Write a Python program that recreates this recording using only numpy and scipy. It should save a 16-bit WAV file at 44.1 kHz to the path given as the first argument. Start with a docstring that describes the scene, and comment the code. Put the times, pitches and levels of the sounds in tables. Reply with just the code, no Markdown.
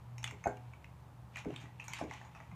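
"""Weighted wooden bobbins click together on their threads as they are moved round a braiding stand.
Each click is a hard contact that rings a bobbin's modes. Three times one is let go and knocks on the
wooden stand, which thuds and rings; a few lighter bumps fall around these. Hands, threads and bobbins
rub faintly. A low mains hum and the soft noise of a quiet room lie underneath."""
import sys
import numpy as np
from scipy import signal
from scipy.fft import rfft, irfft
from scipy.io import wavfile

SR = 44100
rng = np.random.default_rng(int(sys.argv[2]) if len(sys.argv) > 2 else 0)


def to_wav(s):
    """Save 16-bit WAV."""
    ch = np.atleast_2d(s).T  # columns
    pcm = np.round(np.clip(ch, -1, 1) * 32767)  # PCM
    wavfile.write(sys.argv[1], SR, pcm.astype(np.int16))


N = 112454
TIME_S = np.arange(N) / SR


def from_db(db):
    """Decibels to gain."""
    return 10 ** (np.asarray(db) / 20)


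def unit_rms(x):
    """Scale to rms 1."""
    return x / np.sqrt(np.mean(x ** 2) + 1e-20)


def at_hz(points, hz, column=1):
    """Interpolate a table column over log frequency."""
    table = np.array(points)
    return np.interp(np.log(hz + 1e-9), np.log(table[:, 0]), table[:, column])


def coloured(x, spectrum):
    """Shape x by rows of (Hz, dB); rms 1."""
    bins_hz = np.arange(N // 2 + 1) * SR / N
    return unit_rms(irfft(rfft(x) * from_db(at_hz(spectrum, bins_hz)), N))


def add(out, start_s, sound):
    """Mix a sound in at start_s."""
    i = max(int(start_s * SR), 0)
    out[i:i + len(sound)] += sound[:max(N - i, 0)]


def mode(t, hz, t60_s):
    """Decaying sine, envelope from 1."""
    return np.sin(2 * np.pi * hz * t) * from_db(-60 * t / max(t60_s, 1e-3))


def low_cut(x, hz):
    """High-pass: small bodies radiate little bass."""
    return signal.sosfilt(signal.butter(2, hz, "high", fs=SR, output="sos"), x)


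def room_noise():
    """Steady noise, mostly bass."""
    # Noise spectrum. Each row: frequency in Hz, relative density in dB.
    spectrum = [(25, -37), (52, -14), (74, 0), (95, -9), (135, -4.5), (170, -8.5), (240, -18.5), (430, -25),
                (680, -22.5), (900, -18.5), (1400, -28.5), (2600, -39), (4200, -43.5), (15000, -49.5)]
    return from_db(-56.5) * coloured(rng.standard_normal(N), spectrum)


def mains_hum():
    """One low sine whose level wavers."""
    hum_hz, rms_db, waver_db = 120.2, -56, 3.1
    waver = np.interp(TIME_S, np.linspace(0, N / SR, 20), rng.standard_normal(20))
    return np.sqrt(2) * np.sin(2 * np.pi * hum_hz * TIME_S) * from_db(rms_db + waver_db * waver)


def handling_rub():
    """Hands, threads and bobbins rub: a stream of tiny catches of uneven size."""
    # Rub envelope. Each row: time in seconds, level in dB.
    envelope = [(0, -76.5), (.21, -78.5), (.26, -51.5), (.36, -69.5), (.5, -71), (1.3, -83.5),
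                (1.38, -50.5), (1.46, -68.5), (1.6, -59.5), (1.74, -75), (1.87, -64), (1.97, -47.5),
                (2.07, -69), (2.13, -54), (2.3, -71.5), (2.4, -67.5), (2.55, -75)]
    # Rub spectrum. Each row: frequency in Hz, relative density in dB.
    spectrum = [(300, -20), (1100, -8), (2400, 1.5), (3700, -7), (4900, -17.5), (6700, -14), (9000, -27),
                (15000, -49.5)]
    catches_per_s = 5500
    catches = rng.standard_normal(N) * (rng.random(N) < catches_per_s / SR)
    level_db = np.interp(TIME_S, *np.transpose(envelope))
    return from_db(level_db) * coloured(catches, spectrum)


def bobbin_clicks():
    """Bobbin hits bobbin: a hard contact with brief chatter rings three groups of modes."""
    # Collisions. Each row: start in seconds, relative level in dB, pitch in Hz, hollow body gain in dB,
    # bright edge gain in dB, edge pitch in Hz, room send in dB.
    clicks = [(.181, -53, 2480, -6, -0.5, 6300, -3.5), (0.229, -54, 2470, 2.5, 1.5, 6140, -6),
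              (0.2409, -38, 2120, -7.5, -6, 7400, -8.5), (.2416, -37, 2965, -14, -11.5, 6860, -9.5),
              (0.2751, -44, 2770, -5, -8.5, 6580, -5.5), (.309, -47.5, 2130, -3.5, -9, 7380, -5.5),
              (.4395, -44.5, 2200, -5, -9, 6220, 0), (0.4729, -43, 1540, 1.5, -11, 7170, -4.5),
              (.570, -61.5, 2760, -17, -5.5, 6740, -10), (0.7343, -54, 2275, -2.5, -18, 6500, -7),
              (0.843, -51.5, 2150, -8, -17, 6000, -7.5), (1.3579, -41.5, 2410, -7.5, -16, 6300, -3.5),
              (1.369, -44, 1944, -14, -11.5, 6800, -15), (1.379, -62, 2480, 5, -6, 6500, 5.5),
              (1.388, -57, 2360, -22, 0.5, 6440, -2.5), (1.447, -54.5, 2200, 4, -11.5, 6170, -4),
              (1.504, -59, 2730, 4.5, -11.5, 6440, -0.5), (1.539, -55, 2250, -1.5, -18, 6740, 1.5),
              (1.561, -44.5, 3175, -16, -13.5, 7100, -6.5), (1.601, -68.5, 2400, 0, -1.5, 6470, 10),
              (1.614, -63, 2370, 4.5, -4, 7200, -1.5), (1.6553, -56, 1940, -0.5, -21, 6560, -1),
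              (1.7977, -42.5, 2254, -11.5, -21.5, 6800, -4.5), (1.804, -56.5, 2590, -6, -9, 6800, 1.5),
              (1.841, -61, 2310, 0.5, -0.5, 7400, 2.5), (1.881, -48.5, 2270, 2.5, 2.5, 6570, -3),
              (1.934, -40, 2607, -6.5, -5.5, 7200, -6), (1.988, -52, 2080, 6.5, -3, 6200, 2.5),
              (2.038, -56, 2340, -0.5, -7, 6640, -2.5), (2.110, -44, 1990, 1.5, -16, 6400, -5),
              (2.137, -52, 1980, -4, -4, 6800, -6), (2.213, -52, 1710, 2.5, -16, 6350, -5),
              (2.248, -62, 2000, 4, -5.5, 6740, 2), (2.349, -57, 2220, 2.5, -11, 5720, 3),
              (2.402, -53, 1950, 2, -18, 6600, -2), (2.514, -58, 2110, 3, -18, 6440, -1.5)]
    # Main modes. Each row: ratio to the pitch, relative level in dB, t60 in seconds.
    main_modes = [(.85, -5.5, 0.011), (1.0, -5, 0.021), (1.17, -7, 0.011)]
    # Hollow body modes. Each row: frequency in Hz, relative level in dB, t60 in seconds.
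    body_modes = [(907, 5, 0.0087), (1380, 0.6, 0.0053)]
    # Bright edge modes. Each row: ratio to the edge pitch, relative level in dB, t60 in seconds.
    edge_modes = [(.6, -5.5, 0.0045), (.88, -1.5, 0.0046), (1.02, -3, 0.0082), (1.2, -2.5, 0.0028),
                  (1.5, -9, 0.0019), (1.85, -7.5, 0.0017)]
    chatter_s, chatter_db, trim_db = 0.0013, 8.5, -2.5
    swell_cycles, scatter_db = 0.79, 2.5
    t, direct, send = TIME_S[:SR // 30], np.zeros(N), np.zeros(N)
    for start_s, level_db, pitch_hz, body_db, edge_db, edge_hz, send_db in clicks:
        contact = rng.standard_normal(len(t)) * np.sqrt(t) * np.exp(-t / chatter_s)
        contact *= from_db(chatter_db) / np.linalg.norm(contact)
        contact[0] += 1  # first impact
        groups = (main_modes, pitch_hz, 0), (body_modes, 1, body_db), (edge_modes, edge_hz, edge_db)
        click = 0
        for modes, scale, group_db in groups:
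            ring = 0
            for k, (tuning, mode_db, t60_s) in enumerate(modes):
                hz = tuning * scale
                gain = from_db(mode_db + scatter_db * rng.standard_normal())  # varies per blow
                swell = 1 - np.exp(-t * hz / swell_cycles)
                ring = ring + (-1) ** k * gain * swell * mode(t, hz, t60_s)
            struck = unit_rms(signal.fftconvolve(contact, ring)[:len(t)])
            click = click + from_db(trim_db + level_db + group_db) * struck / 2
        add(direct, start_s, click)
        add(send, start_s, click * from_db(send_db))
    return low_cut(direct + room_tail(send), hz=890)


def room_tail(x):
    """Diffuse reverb: half-octave noise bands, each decaying at its own rate."""
    # Room response. Each row: frequency in Hz, gain in dB, t60 in seconds.
    response = [(122, -8.5, 1), (304, 8, 0.23), (670, 12.5, 0.2), (1400, -3.5, 0.3), (2600, 3, 0.2),
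                (6950, -0.5, 0.19), (14000, 1, 0.13)]
    delay_s, build_s = 0.001, 0.0059
    t, tail = TIME_S[:SR // 2], 0
    onset = np.clip((t - delay_s) / build_s, 0, 1)
    edges_hz = 60 * 2 ** (np.arange(17) / 2)
    for low_hz, high_hz in zip(edges_hz, edges_hz[1:]):
        centre_hz = np.sqrt(low_hz * high_hz)
        bandpass = signal.butter(2, [low_hz, high_hz], "band", fs=SR, output="sos")
        decay = from_db(-60 * t / at_hz(response, centre_hz, column=2))
        band = signal.sosfilt(bandpass, rng.standard_normal(len(t))) * decay * onset
        band *= np.sqrt(2 * (high_hz - low_hz) / SR / np.sum(band ** 2))  # unity gain in band
        tail = tail + band * from_db(at_hz(response, centre_hz))
    return signal.fftconvolve(x, tail)[:N]


def stand_knocks():
    """Bobbin hits stand: a heavy, soft contact thuds for a few cycles and rings frame and room."""
    # Blows. 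Each row: start in seconds, envelope peak in dB, thud pitch in Hz, rise in cycles,
    # send to frame and room in dB.
    knocks = [(0.323, -47, 330, 0.49, 7), (.4575, -23.5, 740, 1.68, -11), (0.4674, -19, 707, 1.26, -5),
              (.4705, -34.5, 257, 0.34, 9), (1.457, -34.5, 510, 0.53, -9), (1.4625, -33, 270, 0.575, 12),
              (1.462, -39, 141, 0.97, 18.5), (1.483, -42, 365, .7, -3), (1.503, -40.5, 618, 1.6, -19),
              (1.638, -48.5, 288, 0.81, 4), (2.0125, -28, 670, 1.24, -6.5), (2.0225, -35.5, 278, 0.67, 9),
              (2.037, -41, 426, 0.84, 9), (2.522, -46.5, 175, 1.6, -6)]
    # Frame mode frequencies in Hz.
    frame_hz = [165, 222, 273, 411, 506, 645, 738, 847, 970, 1521, 1593]
    # Frame modes, same order. Each row: relative level in dB, t60 in seconds.
    frame_modes = [(-27, 0.5), (-26, 0.34), (-19, 0.2), (-6, 0.23), (-8.5, 0.31), (-12, 0.33),
                   (-11.5, 0.51), (-7.5, 0.38), (-22, 0.16), (7.5, .14), (-1, 0.31)]
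    frame_db, room_db = -3, -12.5
    t = TIME_S[:SR // 15]
    thuds, send, drive = np.zeros((3, N))
    for start_s, peak_db, pitch_hz, rise_cycles, send_db in knocks:
        rise_s = rise_cycles / pitch_hz
        age = t / rise_s
        envelope = from_db(peak_db) * age ** 2 * np.exp(2 * (1 - age))
        thud = envelope * np.sin(2 * np.pi * pitch_hz * t)
        add(thuds, start_s, thud)
        add(send, start_s, thud * from_db(send_db))
        push = (t * pitch_hz) ** 2 * np.exp(-2 * np.pi * pitch_hz * t)
        add(drive, start_s + rise_s, from_db(peak_db + send_db) * push / push.sum())
    frame = sum(from_db(db) * mode(TIME_S[:SR // 2], hz, t60_s)
                for hz, (db, t60_s) in zip(frame_hz, frame_modes))
    ring = from_db(frame_db) * signal.fftconvolve(drive, frame)[:N]
    return low_cut(thuds + ring + from_db(room_db) * room_tail(send), hz=60)


def scene():
    """Mono mix, heard from just above the stand."""
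    return (bobbin_clicks() + stand_knocks() + handling_rub() + mains_hum() + room_noise())[None]


def record(dry):
    """Steep low-pass."""
    cutoff_hz = 15400
    return signal.sosfilt(signal.ellip(10, 0.2, 70, cutoff_hz, fs=SR, output="sos"), dry)


dry = scene()
out = record(dry)
to_wav(out)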